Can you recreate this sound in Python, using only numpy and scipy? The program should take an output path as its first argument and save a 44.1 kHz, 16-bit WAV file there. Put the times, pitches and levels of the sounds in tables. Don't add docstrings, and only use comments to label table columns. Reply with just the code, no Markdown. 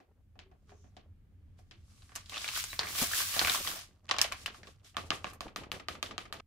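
import sys
import numpy as np
from scipy import signal
from scipy.io import wavfile
from scipy.ndimage import uniform_filter1d, minimum_filter1d

SR = 44100
rng = np.random.default_rng(int(sys.argv[2]) if len(sys.argv) > 2 else 0)


def to_wav(s):
    ch = np.atleast_2d(s).T
    pcm = np.round(np.clip(ch, -1, 1) * 32767)
    wavfile.write(sys.argv[1], SR, pcm.astype(np.int16))


def boost(x):
    u = np.asarray(x, float) / 20
    return 10 ** u


N = 284886
SECONDS = np.arange(N) / SR

# start in seconds, peak level in dB, ring in Hz, bright crack in dB, hollow body in dB.
HELD_SNAPS = [(0.002, -54.5, 1760, -20, -0.5), (0.355, -72.5, 1650, -14, 12.5),
              (0.391, -35.5, 2430, -39, -16.5), (0.514, -62.5, 1290, -25, 4.5),
              (0.694, -49, 1520, -28, -12), (0.718, -58.5, 880, -32, 5.5), (0.842, -60.5, 1500, -28, 1),
              (0.967, -40, 3030, -25, -6.5), (1.589, -60, 1390, -3, 1.5), (1.711, -36.5, 2740, -33, -19)]
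TURNED_SNAPS = [(1.883, -63, 6000, -13, -28), (1.908, -55, 4800, -20, -25), (1.976, -59, 2500, -24, -25),
                (2.021, -48.5, 3800, -26, -8), (2.093, -47.5, 1700, -24, -6), (2.119, -43.5, 1770, -26, -8),
                (2.154, -28.5, 4840, 1, -16), (2.16, -22.5, 6500, -12, -14), (2.172, -45, 2420, -20, -12),
                (2.26, -40.5, 4050, -18, -34), (2.296, -30.5, 3820, -7, -34), (2.321, -32, 2220, -33, -6.5),
                (2.333, -32, 2290, -29, -11), (2.342, -27, 2580, -30, -16), (2.352, -30, 3300, -25, -14),
                (2.36, -27.5, 2480, -30, -15), (2.369, -24.5, 3070, -30, -7.5),
                (2.378, -26, 3600, -24, -20), (2.396, -33.5, 4000, -22, -25), (2.416, -29, 3570, -22, -30),
                (2.444, -24, 2230, -19, -17), (2.456, -29, 3400, -22, -23), (2.462, -34.5, 1500, -25, -6),
                (2.479, -21.5, 3680, -24, -23), (2.488, -20, 2800, -25, -38), (2.514, -45, 1110, -25, -12),
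                (2.536, -39, 1300, -8, -10), (2.554, -26, 3530, -7, -16), (2.562, -29, 1500, -15, -25),
                (2.568, -57, 5860, -14, -20), (2.575, -27.5, 1290, 7, -11.5), (2.64, -21, 6600, -6, -43),
                (2.701, -56, 3910, -2, -19), (2.7305, -27.5, 2140, -38, -10.5)]
SQUEEZED_SNAPS = [(2.792, -12.5, 4360, -22, -19), (2.811, -30, 1640, -23, -6),
                  (2.832, -26.5, 1860, -16, -7), (2.87, -28.5, 2080, -18, -15),
                  (2.951, -30.5, 3140, -8, -5), (2.977, -38, 3000, -10, -22),
                  (2.983, -35, 1185, -22.5, -4.5), (2.994, -25, 2500, -2.5, -9),
                  (3.015, -28, 1200, -12.5, 1.5), (3.023, -28.5, 2150, 8, -13.5),
                  (3.034, -35.5, 654, -20, -7.5), (3.113, -32, 1290, -18, -12), (3.157, -36, 1400, -23, -6),
                  (3.189, -39, 1500, -17, -8.5), (3.221, -41, 1050, -19, -17), (3.041, -33, 1710, -8, -7),
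                  (3.134, -22, 1720, -35, -25), (3.204, -23.5, 1630, -23.5, -8.5),
                  (3.304, -42, 1670, -5.5, -25.5), (3.34, -24.5, 2780, -5, -13),
                  (3.363, -29.5, 660, -23, 3), (3.393, -7.5, 4230, -30, -34.5),
                  (3.42, -26.5, 760, -22.5, -15), (3.414, -22.5, 1500, -21.5, 2),
                  (3.448, -14.5, 2320, -29, -12.5), (3.472, -13.5, 2520, -18, -10),
                  (3.481, -18.5, 1450, -28.5, -14), (3.497, -14, 3550, -12, -13.5),
                  (3.547, -22, 1170, -20, -30), (3.556, -21, 3300, -20, -14), (3.564, -49, 1210, -16, -19),
                  (3.647, -35, 1140, -24, -12), (3.669, -28.5, 1770, -4, -14),
                  (3.674, -20.5, 3380, -20, -9), (3.713, -31.5, 1280, -20, -15),
                  (3.755, -42.5, 656, -16, 4), (3.771, -32.5, 5330, -15, -26.5),
                  (3.791, -34, 5500, -29, -31), (3.811, -37.5, 6050, -10, -29)]
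GRIPPED_SNAPS = [(4.082, -51, 1700, -37.5, -7.5), (4.091, -25.5, 2606, -37, -16),
                 (4.096, -27.5, 900, -42, -12), (4.1115, -11.5, 3260, -28, -6),
                 (4.141, -28.5, 1000, -23, 0.5), (4.165, -28.5, 3030, -22, -4),
                 (4.185, -14, 3670, -13, -20.5), (4.191, -20, 2600, -28, -11), (4.207, -30, 1580, -25, -3),
                 (4.243, -20, 2760, -24, -30), (4.247, -27.5, 720, -30, -23), (4.317, -40, 1190, -25, 4),
                 (4.322, -22, 2310, -8.5, -7.5), (4.345, -42.5, 1300, -25, -4),
                 (4.46, -20, 2840, -10.5, -37), (4.544, -45, 1300, -17, 3), (4.478, -32, 1560, -20, -6.5),
                 (4.632, -40.5, 1710, -41.5, -28), (4.671, -41.5, 3350, -31, -4.5),
                 (4.846, -47, 6300, -22, -27), (4.863, -53.5, 3160, -33, -25),
                 (4.945, -63.5, 1900, -29.5, 15), (5.268, -39.5, 2100, -29, 4), (5.333, -51.5, 1810, 10, 7)]
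SEAM_CRACKS = [
    (4.2145, -9.5, 2460, -5, -24),
    (4.2151, 3, 5580, -4.5, -33.5),
    (4.2161, -9.5, 6200, -12, -39.5),
]
SHAKE_SLAPS = [(4.968, -18, 2750, -15, -4), (5.105, -12.5, 2820, -44, -6), (5.244, -25.5, 2310, -53, 1),
               (5.407, -24.5, 3620, -12, -4), (5.561, -21.5, 3040, -7.5, -5), (5.717, -20, 2850, -8.5, -6),
               (5.885, -19, 2940, -13.5, -6), (6.028, -17.5, 3060, -11.5, -9), (6.18, -21, 2800, -18, -6),
               (6.326, -24, 3230, -8, -7.5)]
SETTLING_SNAPS = [(4.982, -33.5, 653, -30, 4), (5.069, -63, 586, -20, -13), (5.118, -34.5, 1910, -32, 10.5),
                  (5.166, -51, 1230, -32, 10), (5.428, -41, 576, -39, -14), (5.578, -40, 1810, -25, -7),
                  (5.59, -43, 2500, -25, -17), (5.727, -41.5, 2300, -29, -12), (5.742, -41, 2000, -25, -4),
                  (5.9, -40, 2200, -27, -6), (6.042, -38, 600, -30, -10), (6.062, -33.5, 3280, -28, -27),
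                  (6.116, -44, 3500, -31, -16), (6.197, -49, 750, -29, -21), (6.341, -40, 664, -24, 1),
                  (6.358, -52, 3320, -25, -10), (6.368, -48, 2500, -18, -9)]
# start in seconds, peak level in dB.
UPSTROKE_FLAPS = [(5.48, -42.5), (5.635, -39), (5.798, -37), (5.952, -38), (6.11, -34.5), (6.254, -42),
                  (6.399, -38.5)]
SIDE_SHARES = [0.59, 4.1, 1.5, 0.77, 0.17]
LINGER_DB = [-1.5, 4, 8, -3.5, 5]
# pitch in Hz, width in Hz, level in dB.
HOLLOW_MODES = [(625, 80, -6), (760, 80, -6), (1160, 95, 2.5), (1800, 300, -9), (2660, 500, -12)]
# time in seconds, pitch ratio.
HOLLOW_SIZE = [(0, 1), (3.9, .98), (4.1, .955), (4.9, 1), (5.1, 1.03), (5.25, .97), (5.4, .98),
               (5.56, 1.04), (6.46, 1.045)]
# peak in seconds, hiss in dB, crackle in dB, rise in seconds, fall in seconds.
PACKET_MOVES = [(.70, -76, -59, 0.039, 0.033), (.834, -83, -75, 0.34, 0.23), (.968, -95, -72, 0.047, 0.033),
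                (2.1, -72.5, -64, 0.52, 0.29), (1.59, -74, -85, 0.021, 0.051), (3.899, -82, -64, .1, 0.17),
                (4.075, -91, -51.5, 0.038, .03), (4.118, -59, -70, 0.016, 0.064),
                (4.222, -43.5, -63, 0.022, 0.097), (4.27, -76.5, -54.5, 0.051, 0.64),
                (4.43, -55, -57.5, 0.2, 0.043), (4.57, -62, -73, 0.11, 0.066),
                (4.682, -63, -80.5, 0.06, 0.085), (4.86, -62, -72.5, 0.028, 0.09),
                (5.07, -61, -73, 0.031, 0.04), (5.3, -58.5, -44, 0.1, 0.035),
                (2.157, -52.5, -47, 0.013, 0.099), (2.33, -50, -58, 0.057, 0.69),
                 (2.49, -42.5, -43.5, 0.19, 0.041), (2.579, -38, -52, 0.12, 0.098),
                 (2.719, -49, -75, 0.17, 0.12), (2.8, -58, -36.5, 0.015, 0.25),
                 (2.9, -45.5, -53.5, 0.071, 0.08), (3.02, -35, -51, 0.12, 0.082),
                 (3.191, -36.5, -52, 0.17, 0.11), (3.39, -54, -34.5, 0.05, 0.24),
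                 (3.541, -36.5, -36.5, 0.67, 0.11), (3.67, -42, -53, 0.11, 0.16),
                 (3.8, -52, -72, 0.24, 0.09)]
# peak in seconds, low rustle in dB, rise in seconds, fall in seconds.
WEIGHT_SHIFTS = [(0.001, -66.5, 0.011, 0.15), (.39, -72, 0.0091, 0.21), (.73, -74.5, 0.066, 0.58),
                 (.968, -73, .01, 0.17), (2.3, -67.5, 0.03, 0.33), (2.8, -54.5, 0.0099, 0.23),
                 (3.02, -46.5, 0.06, 0.067), (3.19, -57, 0.44, 0.11), (3.48, -52.5, .16, 0.38),
                 (3.7, -73.5, 0.34, 0.83), (4.118, -56, 0.045, 0.34), (4.29, -66.5, .16, 0.82),
                 (4.52, -60, 0.18, 0.048), (4.628, -59, 0.06, 0.13)]
# pitch in Hz, level in dB per Hz.
POWDER_COLOUR = [(350, -36), (600, -36), (869, -52), (1180, -9), (1450, -7.5), (2830, -2.5), (3830, -2),
                 (4160, -1), (11800, -6.5), (16000, -7)]
# start in seconds, level in dB, favoured pitch in Hz.
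SQUEAK_GRAINS = [(2.679, -53, 11200), (2.703, -45, 4000), (2.705, -48, 15000), (2.707, -50, 10000),
                 (2.717, -45, 4500), (2.718, -47, 15000), (2.7185, -48, 8500), (2.729, -47, 12800)]
# pitch in Hz, level in dB, decay by 60 dB in seconds.
FILM_MODES = [(3930, 3, .07), (7080, -9, .1), (8500, -6, .12), (9440, -7, .08), (11280, -5, .11),
              (12750, -9, .11), (15030, -5, .1)]
# start in seconds, end in seconds, low edge in Hz, high edge in Hz, level in dB.
RUBS = [
    (.68, .91, 5300, 7200, -76),
    (1.84, 2.2, 3500, 11500, -70),
]
# pitch in Hz, likeness of left and right [-1 to 1].
SIDE_LIKENESS = [(60, 1), (180, 0.75), (550, 0.45), (1650, 0.031), (4970, 0.022), (15000, 0.01)]
# pitch in Hz, decay by 60 dB in seconds.
KITCHEN_T60 = [(200, 0.12), (1000, 0.19), (4000, 0.22), (12000, 0.1)]
# pitch in Hz, level in dB per Hz.
HUM_COLOUR = [(12, -39.5), (30, -4), (49, -12), (83, 5), (96, -16), (113, -16.5), (204, -14), (337, -34.5),
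              (377, -19.5), (485, -47.5), (1260, -57.5), (1370, -42), (3000, -47.5), (16000, -88.5)]
# time in seconds, level in dB.
HUM_LOUDNESS = [(0.0, -80), (0.12, -62), (1.58, -55.5), (1.6, -58), (2.45, -55.5), (3.38, -54), (3.44, -47),
                (3.52, -55.5), (4.05, -63.5), (4.08, -55.5), (4.95, -60.5), (4.97, -56), (6.3, -58.5),
                (6.46, -62)]
# start in seconds, end in seconds, pitch in Hz, level in dB.
DRONES = [
    (0.383, 0.55, 384, -71),
    (0.638, 0.836, 410, -65.5),
    (1.715, 1.87, 337, -72),
]


def snap_bursts(count, burst_s, fray, edge, size):
    t = np.arange(size) / SR
    shares = np.array(SIDE_SHARES)
    chance = rng.standard_normal((count, 5, 3, size))
    decay = 1.12 * np.exp(-t / 0.00034) + np.exp(-t / burst_s) + fray * np.exp(-t / 0.0085)
    ragged = (chance[:, :, :1] + chance[:, :, 1:] * shares.reshape(5, 1, 1)) * decay
    ragged[:, :3, [0, 1], [0, 5]] += edge * shares[:3, None] + edge
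    ragged[:, 3, :, 0] += 7
    click = np.tile(t == 0, (count, 5, 1, 1))
    return np.concatenate([ragged, click], axis=2)


def hollow(x, low_db=0, stretch=1):
    out = 0
    for k, (hz, width_hz, db) in enumerate(HOLLOW_MODES):
        gain = boost(db + low_db * (k < 2))
        out = out + (-1) ** k * gain * resonate(x, hz * stretch, width_hz)
    return out


def snaps(rows, burst_s, cycles, thump_db, after_db, low_db=0, slap_db=-5.5, ring_db=-2.0, fray=0.73, edge=3.4):
    size = 1800
    direct, after = np.zeros((2, N + 2000)), np.zeros((5, N + 2000))
    bursts = snap_bursts(len(rows), burst_s, fray, edge, size)
    slaps = band(band(band(bursts[:, 1], 650, 7600), 170, 8300), 170, 6000)
    cracks = band(band(bursts[:, 2], 4900, 20000), 4000, 13000)
    knocks = band(bursts[:, 3], 220, 5800)
    thumps = band(band(bursts[:, 4], 160, 470), 80, 480)
    lows_db = low_db + 3.5 * np.array([[0], [0], [1]])
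    for k, (s, peak_db, hz, bright_db, body_db) in enumerate(rows):
        ring = band(resonate(bursts[k, 0], hz, hz / cycles), hz / 4, min(2 * hz, 15000))
        stretch = np.interp(s, *np.transpose(HOLLOW_SIZE))
        knock = hollow(knocks[k], lows_db, stretch)
        parts = np.array([ring, slaps[k], cracks[k], knock, thumps[k]])
        part_db = np.array([ring_db, slap_db, bright_db - 3.0, body_db + 0.047, body_db + thump_db])
        gains = boost(peak_db + part_db)
        at = round(s * SR)
        heard = gains / np.abs(parts[:, :2]).max(axis=(1, 2))
        direct[:, at:at + size] += np.tensordot(heard, parts[:, :2], 1)
        linger_db = after_db - 0.2133 * (peak_db + 32.5) + np.array(LINGER_DB)
        lingering = boost(linger_db) * gains / np.abs(parts[:, 2]).max(axis=1)
        after[:, at:at + size] += lingering[:, None] * parts[:, 2]
    return np.vstack([direct, after])[:, :N]


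def packet_snaps():
    flat = 1.6
    hits = snaps(HELD_SNAPS, 0.00052, flat, thump_db=-7.0, after_db=0.5, low_db=12,
                 fray=0.5, edge=4.6, ring_db=-2.5)
    hits += snaps(TURNED_SNAPS, 0.00071, 4.2, thump_db=-18.0, after_db=-1.0, slap_db=-7.5, low_db=0.5)
    hits += snaps(SQUEEZED_SNAPS, 0.00091, 6.4, thump_db=-18.0, after_db=3.0, slap_db=-4.5, fray=0.4, edge=2.8)
    hits += snaps(GRIPPED_SNAPS, 0.0012, 3.2, thump_db=-26.0, after_db=0.0, slap_db=-3.0)
    hits += snaps(SEAM_CRACKS, 0.00046, 5.2, thump_db=-25.5, after_db=-5.5, slap_db=-6.0, fray=0.15, edge=3.9)
    hits += snaps(SHAKE_SLAPS, 0.00047, flat, thump_db=-16.0, after_db=0.0, slap_db=-9.0,
                  ring_db=1.0, fray=0.17, edge=3.9)
    flaps = [(s, db, 2050, -32.5, -2.5) for s, db in UPSTROKE_FLAPS]
    hits += snaps(flaps, 0.0076, flat, thump_db=-9.5, after_db=0.5, low_db=2, fray=0.3, edge=0)
    hits += snaps(SETTLING_SNAPS, 0.00069, 4.6, thump_db=-17.0, after_db=0.0, slap_db=-2.5)
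    return hits


def swells(rows, rest_db):
    t = np.arange(0, N + 64, 64) / SR
    power = boost(2 * rest_db)
    for s, db, rise_s, fall_s in rows:
        away = np.where(t < s, (s - t) / max(rise_s, .004), (t - s) / max(fall_s, .004))
        power = power + boost(2 * (db - 20 * away ** 1.6))
    return np.interp(SECONDS, t, 10 * np.log10(power))


def handling():
    lag_s, rise_s = 0.029, 0.031
    puffs = [(s + lag_s, db - 39, db - 32.5, rise_s, 0.08) for s, db, *_ in SHAKE_SLAPS]
    tossed = [(s + lag_s, -56, rise_s, 0.18) for s, *_ in SHAKE_SLAPS]
    s, hiss_db, crackle_db, rises_s, falls_s = np.transpose([*PACKET_MOVES, *puffs])
    return (swells(zip(s, crackle_db, rises_s, falls_s), rest_db=-93),
            swells(zip(s, hiss_db, rises_s, falls_s), rest_db=-106),
            swells([*WEIGHT_SHIFTS, *tossed], rest_db=-85))


def crackle(level_db):
    per_s = 900
    sizes = boost(4.5 * np.minimum(rng.exponential(1, N), 3.0)) * rng.choice([-1, 1], N)
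    born = rng.random(N) < per_s * boost(4 * drift(25)) / SR
    pitches, dealt = np.geomspace(700, 6500, 14), rng.integers(0, 14, N)
    pans = boost(3.9 * rng.standard_normal((14, 2, 1))) * rng.choice([-1, 1, 1], (14, 2, 1))
    rings = 0
    for k, hz in enumerate(pitches):
        ring = resonate(sizes * born * (dealt == k), hz, hz / 4)
        rings = rings + pans[k] * ring * (2500 / hz) ** .6
    knocks = rms_one(hollow(sizes * born))
    return boost(level_db - 9.5) * rms_one(band(rms_one(rings) + 0.44 * knocks, 500, 10000))


def powder(level_db):
    lumps = boost(1.1 * drift(150))
    hiss = banded_noise(POWDER_COLOUR, patchy_db=1.0, lowest=522, grit_db=2.5)
    stream = boost(level_db + 4.0) * lumps * hiss
    dull = np.interp(SECONDS, [2.08, 2.95, 3.8, 3.8], [0.9, 0, 0, 1])
    return (1 - dull) * stream + dull * band(stream, 200, 9700)


def rustle(level_db):
    noise = rng.standard_normal(N) + .5 * rng.standard_normal((2, N))
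    return boost(level_db - 1.0 + 5.4 * drift(32)) * rms_one(band(noise, 26, 580))


def squeaks():
    out = 0
    s, strike_db, aim_hz = np.transpose(SQUEAK_GRAINS)
    for hz, db, t60 in FILM_MODES:
        clicks = np.zeros(N)
        off_aim_db = 16 * np.abs(np.log2(hz / aim_hz))
        clicks[(s * SR).astype(int)] = boost(strike_db + db - off_aim_db)
        out = out + resonate(clicks, hz, 2.2 / t60) * SR * t60 / 14
    return out


def thumb_rub():
    out = 0
    for start_s, end_s, low_hz, high_hz, db in RUBS:
        hiss = band(band(rng.standard_normal((2, N)), low_hz, high_hz), low_hz, high_hz)
        out = out + boost(db) * half_sine(start_s, end_s) ** .5 * rms_one(hiss)
    return out


def kitchen(x):
    t = np.arange(SR // 2) / SR
    edges = 150 * 2. ** np.arange(0, 7.1, .5)
    white = rng.standard_normal((2, 2, len(t))) + .5 * rng.standard_normal((2, 1, len(t)))
    white = white * boost(2.5 * drift(67)[:len(t)])
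    onset = 1 - np.exp(-t / 0.0003)
    echoes = 0
    for k, (low, high) in enumerate(zip(edges, edges[1:])):
        dying = boost(-60 * t / at_hz(KITCHEN_T60, 1.76 * low)) * onset
        echoes = echoes + band(white[k % 2], low, high) * dying
    echoes = echoes / np.sqrt(np.sum(echoes ** 2) / 2)
    return signal.fftconvolve(x[None], echoes, axes=1)[:, :N]


def room_hum():
    tone = rms_one(resonate(rng.standard_normal(N), 85.5, 1.1))
    hum = banded_noise(HUM_COLOUR, patchy_db=-0.5, lowest=18.2) + 0.41 * tone
    level_db = np.interp(SECONDS, *np.transpose(HUM_LOUDNESS))
    return boost(level_db - 1.5) * hum


def far_drones():
    out = 0
    for start_s, end_s, hz, db in DRONES:
        tone = rms_one(resonate(rng.standard_normal(N), hz, 6.7))
        out = out + boost(db) * half_sine(start_s, end_s) * tone
    return out


def self_noise():
    return boost(-88.0) * rng.standard_normal((2, N))


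def banded_noise(spectrum, patchy_db, lowest, grit_db=0):
    out, together = 0, drift(4.2)
    edges = lowest * 2 ** np.arange(0, np.log2(17000 / lowest), .5)
    grit = boost(grit_db * np.minimum(rng.exponential(1, N), 5))
    white = rng.standard_normal((2, 2, N)) * grit
    for k, (low, high) in enumerate(zip(edges, [*edges[1:], 18000])):
        mid, side = band(white[k % 2], low, high)
        hz = np.sqrt(low * high)
        alike = np.clip(at_hz(SIDE_LIKENESS, hz), -1, 1)
        gain = boost(at_hz(spectrum, hz) + patchy_db * (together + 0.15 * drift(50)))
        out = out + gain * (np.sqrt(1 + alike) * mid + np.sqrt(1 - alike) * side * [[1], [-1]])
    return rms_one(out)


def resonate(x, hz, width_hz):
    r = np.exp(-np.pi * width_hz / SR)
    feedback = [1, -2 * r * np.cos(2 * np.pi * hz / SR), r * r]
    return signal.lfilter([(1 - r * r) / 2, 0, (r * r - 1) / 2], feedback, x + 1e-18)


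def band(x, low_hz, high_hz):
    return signal.sosfilt(signal.butter(2, [low_hz, high_hz], "band", fs=SR, output="sos"), x)


def drift(rate):
    r = np.exp(-80 * np.pi * rate / SR)
    slow = signal.lfilter([1], [1, -2 * r, r * r], rng.standard_normal(N // 40 + 2002))[2000:]
    return np.interp(np.arange(N) / 40, np.arange(len(slow)), rms_one(slow))


def half_sine(start_s, end_s):
    return np.sin(np.pi * np.clip((SECONDS - start_s) / (end_s - start_s), 0, 1))


def at_hz(points, hz):
    point_hz, values = np.transpose(points)
    return np.interp(np.log(hz), np.log(point_hz), values)


def rms_one(x):
    return x / np.sqrt(np.mean(x ** 2) + 1e-20)


def scene():
    crackle_db, powder_db, rustle_db = handling()
    hits = packet_snaps()
    after_sound = boost(-2.5) * sum(kitchen(part) for part in hits[2:])
    packet = hits[:2] + after_sound + crackle(crackle_db) + powder(powder_db) + rustle(rustle_db)
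    packet = packet + squeaks() + thumb_rub()
    fade_s = (6.4045, 6.408)
    packet = packet * np.interp(SECONDS, fade_s, [1, .045])
    hum = room_hum() * np.interp(SECONDS, fade_s, [1, .7])
    return packet + hum + far_drones() + self_noise()


def low_pass(x):
    return signal.sosfilt(signal.butter(12, 16840, fs=SR, output="sos"), x)


def record(dry):
    top = signal.sosfilt(signal.butter(2, 8000, "high", fs=SR, output="sos"), dry)
    tilted = dry + top * [[.19], [-.19]]
    cut = signal.sosfilt(signal.cheby2(14, 45, 16050, fs=SR, output="sos"), tilted)
    peaks = -minimum_filter1d(-np.abs(cut).max(axis=0), size=129)
    mix = cut / np.maximum(1, uniform_filter1d(peaks, size=65) / .8)
    return low_pass(mix)


dry = scene()
out = record(dry)
to_wav(out)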